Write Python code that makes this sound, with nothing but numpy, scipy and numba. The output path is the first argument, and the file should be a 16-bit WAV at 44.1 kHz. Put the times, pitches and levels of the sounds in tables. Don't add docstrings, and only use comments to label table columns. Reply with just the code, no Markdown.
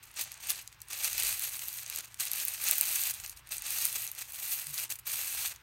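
import sys
import numpy as np
from scipy import signal
from scipy.fft import rfft, irfft
from scipy.io import wavfile
from scipy.ndimage import uniform_filter1d, minimum_filter1d
from numba import njit

SR = 44100
rng = np.random.default_rng(int(sys.argv[2]) if len(sys.argv) > 2 else 0)


def level_to_linear(level):
    exponent = np.asarray(level, float) / 20
    return 10 ** exponent


def pcm_store(signal):
    levels = np.round(np.clip(np.atleast_2d(signal), -1, 1) * 32767)
    wavfile.write(sys.argv[1], SR, levels.astype(np.int16).T)


N = 247842

# start in seconds, length in seconds, rustle at the start in dB,
# rustle at the end in dB, tautness in dB.
STROKES = [(.11, .05, -59, -47.5, -5), (.165, 0.048, -42, -33, -6), (0.247, 0.22, -44.5, -59, -7),
           (.855, .065, -62, -42, -2), (0.432, 0.18, -42, -46, -4), (0.906, .415, -42.5, -34, -2),
           (1.352, 0.48, -44.5, -43.5, 1), (1.842, 0.16, -47, -40, -4), (3.47, 0.045, -55, -55, -4),
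           (2.207, 0.065, -37.5, -42, -1), (2.282, 0.059, -45.5, -39.5, -2), (2.35, 0.28, -38.5, -45, 0),
           (2.613, 0.5, -37.5, -36.5, 0), (3.138, 0.19, -43.5, -52, -1), (3.645, 0.214, -39.5, -35, -0.5),
           (3.874, 0.18, -40.5, -40, 0.5), (4.274, 0.21, -50.5, -41.5, 1), (4.426, 0.3, -38.5, -46, 1),
           (4.73, 0.11, -41.5, -38, 0), (4.905, 0.018, -37.5, -34.5, -1.5), (5.069, .18, -39, -37.5, 0),
           (5.22, .2, -38.5, -41, 0), (5.375, 0.097, -35, -39, -1)]
# time in seconds, rustle in dB, time to fade 10 dB in ms,
# tautness in dB.
CRUMPLES = [(.44, -40.5, 34, -2), (0.502, -31, 16, -1.5), (.585, -32.5, 0, 3.5), (0.932, -35.5, 29, -4.5),
            (4.19, -40.5, 24, -3), (4.53, -36.5, 73, 2), (4.925, -40, 15, 6), (1.048, -31, 36, -2),
            (1.2, -31, 36, -4), (1.281, -33.5, 130, -0.5), (1.44, -35, 57, 0), (2.207, -30, 9, -1.5),
            (2.41, -36, 66, -0.5), (2.69, -31.5, 63, -4), (3.66, -38, 63, -6), (3.85, -36.5, 56, 4),
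            (3.961, -31.5, 14, -1.5), (4.818, -38.5, 34, -1), (4.993, -44, 5, 2.5), (5.51, -43, 25, -3),
            (1.95, -36, 11, 0), (2.27, -35.5, 15, -3), (5.563, -50, 8, -2),(5.46, -43, 34, 0)]
# start in seconds, rustle in dB, fall in dB per second.
SETTLES = [(0.032, -54.5, 157), (.6, -45.5, 254), (0.72, -58, 200), (0.86, -57.5, 90), (2.03, -53, 72),
           (3.32, -61.5, 84), (3.37, -48, 500), (4.085, -45, 300), (4.94, -52, 600), (4.86, -60, 200),
           (4.13, -58, 100), (0.218, -37.5, 310), (3.517, -37.5, 114), (4.18, -41.5, 120), (5.47, -38, 230)]
# frequency in Hz, gain in dB.
SHEET_COLOUR = [(200, -25), (450, -21), (900, -8.5), (1600, -7.5), (2100, -7), (2700, -1), (4200, -5.5),
                (5500, -4), (7400, -1), (9000, 2.5), (10000, -4), (11800, 7), (13300, 4), (15600, 3)]
# time in seconds, peak in dB, centre in Hz, avalanche length in ms.
SNAPS = [(.2114, -17, 13800, 1.0), (.4971, -13, 9300, .54), (.5034, -13, 12800, 1.9),
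         (1.0448, -16, 8650, 1.9), (1.1799, -12.5, 14600, .9), (1.1997, -12, 12300, .54),
         (1.2232, -15, 3600, .8), (1.6837, -17, 13900, .6), (1.899, -19, 14200, .7),
         (1.9605, -15, 13000, .54), (1.9848, -25.5, 8060, 2.4), (2.2044, -23, 10000, 1.6),
         (2.3157, -12, 12200, .53), (2.3338, -15, 12000, .67), (2.6663, -18, 14100, .94),
         (2.6859, -9, 13760, .35), (2.6956, -28, 9200, 1.3), (2.7118, -2.5, 13800, .41),
         (2.7819, -11.5, 14050, 1.0), (2.8109, -3, 12500, .46), (2.9271, -13, 12200, .35),
         (2.9578, -11, 12900, .63), (3.07, -21, 13900, .33), (3.7858, -16, 11700, 1.0),
         (3.8532, -7, 11400, .39), (4.6691, -21.5, 8400, .41), (4.7416, -19.5, 8900, .54),
         (4.7793, -19.5, 4200, .67), (4.9015, -23, 8200, 1.4), (5.4591, -22.5, 3480, 2.1)]
# time in seconds, peak in dB, centre in Hz.
CRACKS = [(0.9323, -23, 10000), (1.0989, -28, 12700), (1.1303, -17, 10200), (1.2343, -17, 9000),
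          (1.3263, -18, 8400), (1.3946, -17, 14200), (1.4352, -28, 13900), (1.9262, -24.5, 3600),
          (2.1993, -22, 11800), (2.2528, -20, 11800), (2.4003, -17.5, 7700), (2.4516, -14.5, 13500),
          (2.4823, -12.5, 11000), (2.5378, -22, 11300), (2.64, -17, 13800), (2.7296, -17, 12900),
          (2.7544, -17, 13200), (2.8547, -19, 7900), (3.0364, -13, 11400), (3.1088, -17, 15300),
          (3.521, -19.5, 8100), (3.6211, -21.5, 12400), (3.7055, -16.5, 12700), (4.0669, -20, 12500),
          (4.076, -20.5, 7900), (4.189, -31, 11100), (4.2245, -29, 7000), (4.9205, -27, 14600),
          (5.1176, -22, 8700), (5.279, -21, 13300)]
# time in seconds, peak in dB, centre in Hz.
TICKS = [(0.04, -37, 7860), (0.318, -23.5, 13900), (.3419, -33, 7500), (.4709, -23, 9450),
         (0.5577, -27, 9100), (0.6757, -26.5, 7140), (.727, -36.5, 2800), (0.804, -38.5, 7200),
         (0.8173, -24.5, 8800), (1.5928, -21.5, 8200), (1.7393, -22.5, 14000), (1.8626, -26, 6900),
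         (2.0067, -22.5, 3280), (2.1434, -28, 9600), (2.1741, -43, 7500), (3.2, -27.5, 7800),
         (3.2618, -22.5, 8000), (3.2959, -22.5, 9050), (3.3735, -33, 8100), (3.4724, -35, 11300),
         (3.491, -29.5, 12300), (3.5682, -24, 9300), (3.5816, -22, 8100), (4.1159, -22, 13300),
         (4.1498, -28, 13700), (4.3213, -27, 13300), (4.88, -41, 7900), (4.956, -27, 9000),
         (4.9883, -31, 12500), (5.5608, -31.5, 7600)]
# time in seconds, peak in dB.
PATS = [(0.202, -48.5), (1.238, -44), (1.551, -54), (1.983, -48.5), (2.692, -44.5), (2.807, -41),
        (2.871, -50), (2.946, -53), (3.761, -59), (3.961, -48), (4.419, -65), (4.565, -53), (4.895, -52),
        (5.073, -53)]
# time in seconds, frequency in Hz, level in dB, half length in seconds.
TABLE_BOOMS = [(4.702, 145, -51.5, 0.033)]
# frequency in Hz, density in dB per Hz.
STUDIO_COLOUR = [(21, -21), (36, 2), (116, -1.5), (175, -13), (225, -22), (400, -19), (640, -27.5),
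                 (900, -14), (1300, -14), (2500, -14), (5600, -25), (9000, -52), (10300, -35), (15000, -29)]
# time in seconds, level in dB, half length in seconds.
SWELLS = [
    (0.0, -68, .1),
    (1.253, -58, 0.13),
    (3.226, -61, 0.27),
    (3.572, -64, .06),
    (3.8, -63, .06),
    (4.96, -61, 0.029),
    (5.42, -63, .13),
]
# frequency in Hz, level in dB.
HUM = [(59.5, -73), (120, -72.5)]

ATTACK_DB_PER_S, RELEASE_DB_PER_S, STILL_DB = 1300, 1100, -74
USUAL_DB = -40
# dB at the usual rustle, dB per dB of rustle, dB per dB of tautness.
BODY_LAW, CRISP_LAW = (-12.5, -0.31, -0.23), (-3.5, 0.23, 2)
LIGHT_CLUMP, LIGHT_SKIN, LIGHT_FOLD = 0.15, 0.44, 0.15
FOLD_OVER_DB, FOLD_SCATTER_DB, FOLD_MS = 13.5, 4.5, 0.75
FOLD_LOW_HZ, FOLD_HIGH_HZ = 7000, 14200
TICK_MS = 0.75
ECHO_S, ECHO_SHARE = 20 / SR, 0.3
STUDIO_DB, HISS_DB = -60, -80
RUMBLE_DB, RUMBLE_WANDER_DB = -74.5, 2.5
TOP_HZ, PEAK_TOP_HZ, TOP_GATE_DB = 15800, 16900, -34


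def hands():
    t = np.arange(N) / SR

    def rise(s):
        return ATTACK_DB_PER_S * np.maximum(s - t, 0)

    moves = [(STILL_DB + 0 * t, 0)]
    for s, length, start_db, end_db, taut in STROKES:
        slide_db = np.interp(t, [s, s + length], [start_db, end_db])
        release = RELEASE_DB_PER_S * np.maximum(t - s - length, 0)
        moves.append((slide_db - rise(s) - release, taut))
    with np.errstate(divide="ignore", invalid="ignore"):
        for s, db, fade_ms, taut in CRUMPLES:
            moves.append((db - 10 * np.abs(t - s) / (fade_ms / 1000), taut) if fade_ms else (STILL_DB + 0 * t, 0))
    for s, db, fall in SETTLES:
        moves.append((db - rise(s) - fall * np.maximum(t - s, 0), 0))
    levels = np.array([db for db, _ in moves])
    taut_db = np.array([taut for _, taut in moves], float)[levels.argmax(axis=0)]
    return levels.max(axis=0), uniform_filter1d(taut_db, size=600)


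def paper(stroke_db, taut_db):
    body_db, crisp_db = (db + slope * (stroke_db - USUAL_DB) + pull * taut_db
                         for db, slope, pull in (BODY_LAW, CRISP_LAW))
    light_db = USUAL_DB - stroke_db
    clump_db = np.clip(2.73 + LIGHT_CLUMP * light_db, 0.5, 5)
    crinkle = rustle(count=14000, size=6, scatter_db=4.0, length_ms=0.5, ring_ms=0.25, clump_db=clump_db)
    skin = level_to_linear(-2.0 - LIGHT_SKIN * light_db) * band(rng.standard_normal(N), 90, 14700)
    body, middle, crisp = split(colour(crinkle + skin, SHEET_COLOUR), low_hz=1900, high_hz=8380)
    sheet = middle + level_to_linear(body_db + 12.5) * body + level_to_linear(crisp_db - 1.1) * crisp
    return level_to_linear(stroke_db - 3.5) * sheet / np.std(middle)


def rustle(count, size, scatter_db, length_ms, ring_ms, clump_db):
    when, luck, centre = rng.random((count, 3)).T[:, :, None]
    late, pitch, turn = np.moveaxis(rng.random((count, size, 3)), 2, 0)
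    start = (when * N - np.log(1 - late) * length_ms / 1000 * SR).astype(np.int64)
    hz = 300 + 17000 * ((centre + 0.55 * pitch) % 1)
    strength = level_to_linear(np.minimum(-scatter_db * np.log(1 - luck), 12.5) + 0 * late)
    ring_s = np.full(start.size, ring_ms / 1000)
    grain = buckles(start.ravel(), hz.ravel(), ring_s, strength.ravel(), turn.ravel())
    return level(grain * level_to_linear(clump_db * walk(70)), 0)


@njit
def buckles(start, hz, ring_s, size, turn):
    out = np.zeros(N)
    for k in range(len(start)):
        step = np.exp(2j * np.pi * hz[k] / SR - 1 / (ring_s[k] * SR))
        z = size[k] * np.exp(2j * np.pi * turn[k])
        end = min(start[k] + int(6 * ring_s[k] * SR) + 2, N)
        for i in range(max(start[k], 0), end):
            out[i] += z.imag
            z *= step
    return out


def folds(stroke_db, count):
    when, luck, pitch, long = rng.random((count, 4)).T
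    now_db = stroke_db[(when * N).astype(int)]
    over_db = FOLD_OVER_DB + FOLD_SCATTER_DB * (2 * luck - 1)
    peak_db = now_db + LIGHT_FOLD * (USUAL_DB - now_db) + over_db
    hz = FOLD_LOW_HZ + (FOLD_HIGH_HZ - FOLD_LOW_HZ) * np.sqrt(pitch)
    chance = np.transpose([when * N / SR, peak_db, hz, FOLD_MS * 2 ** (2 * long - 1)])
    return np.vstack([SNAPS, [(*tick, TICK_MS) for tick in [*TICKS, *CRACKS]], chance])


def snaps(rows, count, spread_hz, ring_ms, lead_db):
    s, peak_db, hz, length_ms = rows.T[:, :, None]
    late, pitch, turn = np.moveaxis(rng.random((len(rows), count, 3)), 2, 0)
    late[:, 0], pitch[:, 0] = 0.2, 0.5
    after = -np.log(1 - late) * np.clip(length_ms, 0.1, 8) / 1000
    tone = hz + spread_hz * np.tan(np.pi * 0.8 * (pitch - 0.5))
    tone = np.where((tone > 2000) & (tone < 16500), tone, 2000 + 14000 * turn)
    crowd_db = -9.0 + 10 * np.log10(length_ms / 0.7)
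    size = level_to_linear(peak_db + np.where(np.arange(count) == 0, lead_db, crowd_db))
    start = ((s + after) * SR).astype(np.int64)
    ring_s = np.full(start.size, ring_ms / 1000)
    crack = buckles(start.ravel(), tone.ravel(), ring_s, size.ravel(), turn.ravel())
    return band(crack, 2300, 19000)


def pats(fade_s):
    t = np.arange(N) / SR
    shape = sum(level_to_linear(db - 12.0) * np.exp(-np.maximum(t - s, 0) / fade_s) * (t > s) for s, db in PATS)
    return shape * level(band(rng.standard_normal(N), 130, 1130), 0)


def table_and_room(x, tail_db, t60_s, scatter_db, scatter_s):
    t = np.arange(SR // 2) / SR
    answer = rng.standard_normal((2, len(t)))
    scatter = answer[0] * np.exp(-t / scatter_s) * (t > 0.001)
    tail = band(answer[1], 200, 12000) * 1000 ** (-t / t60_s) * (1 - np.exp(-t / 0.004))
    reply = level_to_linear(scatter_db) * scatter / np.linalg.norm(scatter)
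    reply = reply + level_to_linear(tail_db) * tail / np.linalg.norm(tail)
    echo = band(np.interp(np.arange(N) - ECHO_S * SR, np.arange(N), x), 100, 12000)
    return x + ECHO_SHARE * echo + signal.fftconvolve(x, reply)[:N]


def studio():
    t = np.arange(N) / SR

    def swelling(s, db, half_s):
        return level_to_linear(db) * np.exp(-((t - s) / half_s) ** 2)

    low, air, _ = split(colour(rng.standard_normal(N), STUDIO_COLOUR), low_hz=95, high_hz=40000)
    scale = level_to_linear(STUDIO_DB) / np.std(low + air)
    swell = sum(swelling(*row) for row in SWELLS)
    rumble = level(low, -2.8) * (level_to_linear(RUMBLE_DB + RUMBLE_WANDER_DB * walk(5)) + swell)
    hum = sum(level_to_linear(db + 2 * walk(12)) * np.sqrt(2) * np.sin(2 * np.pi * hz * t) for hz, db in HUM)
    boom = sum(swelling(s, db, half_s) * np.sin(2 * np.pi * hz * t) for s, hz, db, half_s in TABLE_BOOMS)
    hiss = level(band(rng.standard_normal(N), 3000, 21000), HISS_DB)
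    return scale * air + rumble + hum + boom + hiss


def level(x, db):
    return x * level_to_linear(db) / np.sqrt(np.mean(x ** 2))


def colour(x, points):
    hz, db = np.transpose(points)
    grid = np.arange(1, 4098) * SR / 8194
    cep = irfft(np.log(level_to_linear(np.interp(np.log(grid), np.log(hz), db))))
    cep[1:len(cep) // 2] *= 2
    cep[len(cep) // 2 + 1:] = 0
    return signal.fftconvolve(x, irfft(np.exp(rfft(cep)))[:4096])[:N]


def band(x, lo_hz, hi_hz):
    sos = signal.butter(2, [lo_hz, min(hi_hz, 0.45 * SR)], "band", fs=SR, output="sos")
    return signal.sosfilt(sos, x)


def split(x, low_hz, high_hz):
    hz, whole = np.arange(N // 2 + 1) * SR / N, rfft(x)
    low = 1 / (1 + (hz / low_hz) ** 4)
    high = 1 - 1 / (1 + (hz / high_hz) ** 8)
    return (irfft(whole * share, N) for share in (low, 1 - low - high, high))


def walk(rate):
    hold = max(int(SR / rate), 2)
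    steps = np.repeat(rng.standard_normal(N)[:N // hold + 1], hold)
    return 1.2 * uniform_filter1d(steps, hold)[:N]


def scene():
    stroke_db, taut_db = hands()
    rubbing = paper(stroke_db, taut_db)
    cracks = snaps(folds(stroke_db, count=170), count=24, spread_hz=2200, ring_ms=0.15, lead_db=-2.5)
    sheet = rubbing + cracks + pats(fade_s=0.02)
    heard = table_and_room(sheet, tail_db=-16, t60_s=0.15, scatter_db=-15, scatter_s=0.003)
    return (heard + studio())[None]


def roll_off(x):
    return signal.sosfilt(signal.butter(12, 17150, fs=SR, output="sos"), x)


def record(dry):
    x = signal.sosfilt(signal.butter(6, 39, "high", fs=SR, output="sos"), dry)
    hz, whole = np.arange(N // 2 + 1) * SR / N, rfft(x)
    main = irfft(whole * (hz < TOP_HZ), N)
    top = irfft(whole * (hz >= TOP_HZ) * (hz < PEAK_TOP_HZ), N)
    sharp = uniform_filter1d(top ** 2, size=64) > level_to_linear(2 * TOP_GATE_DB)
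    gate = uniform_filter1d(1 - minimum_filter1d(1.0 - sharp, size=400), size=150)
    return roll_off(main + gate * top)


dry = scene()
out = record(dry)
pcm_store(out)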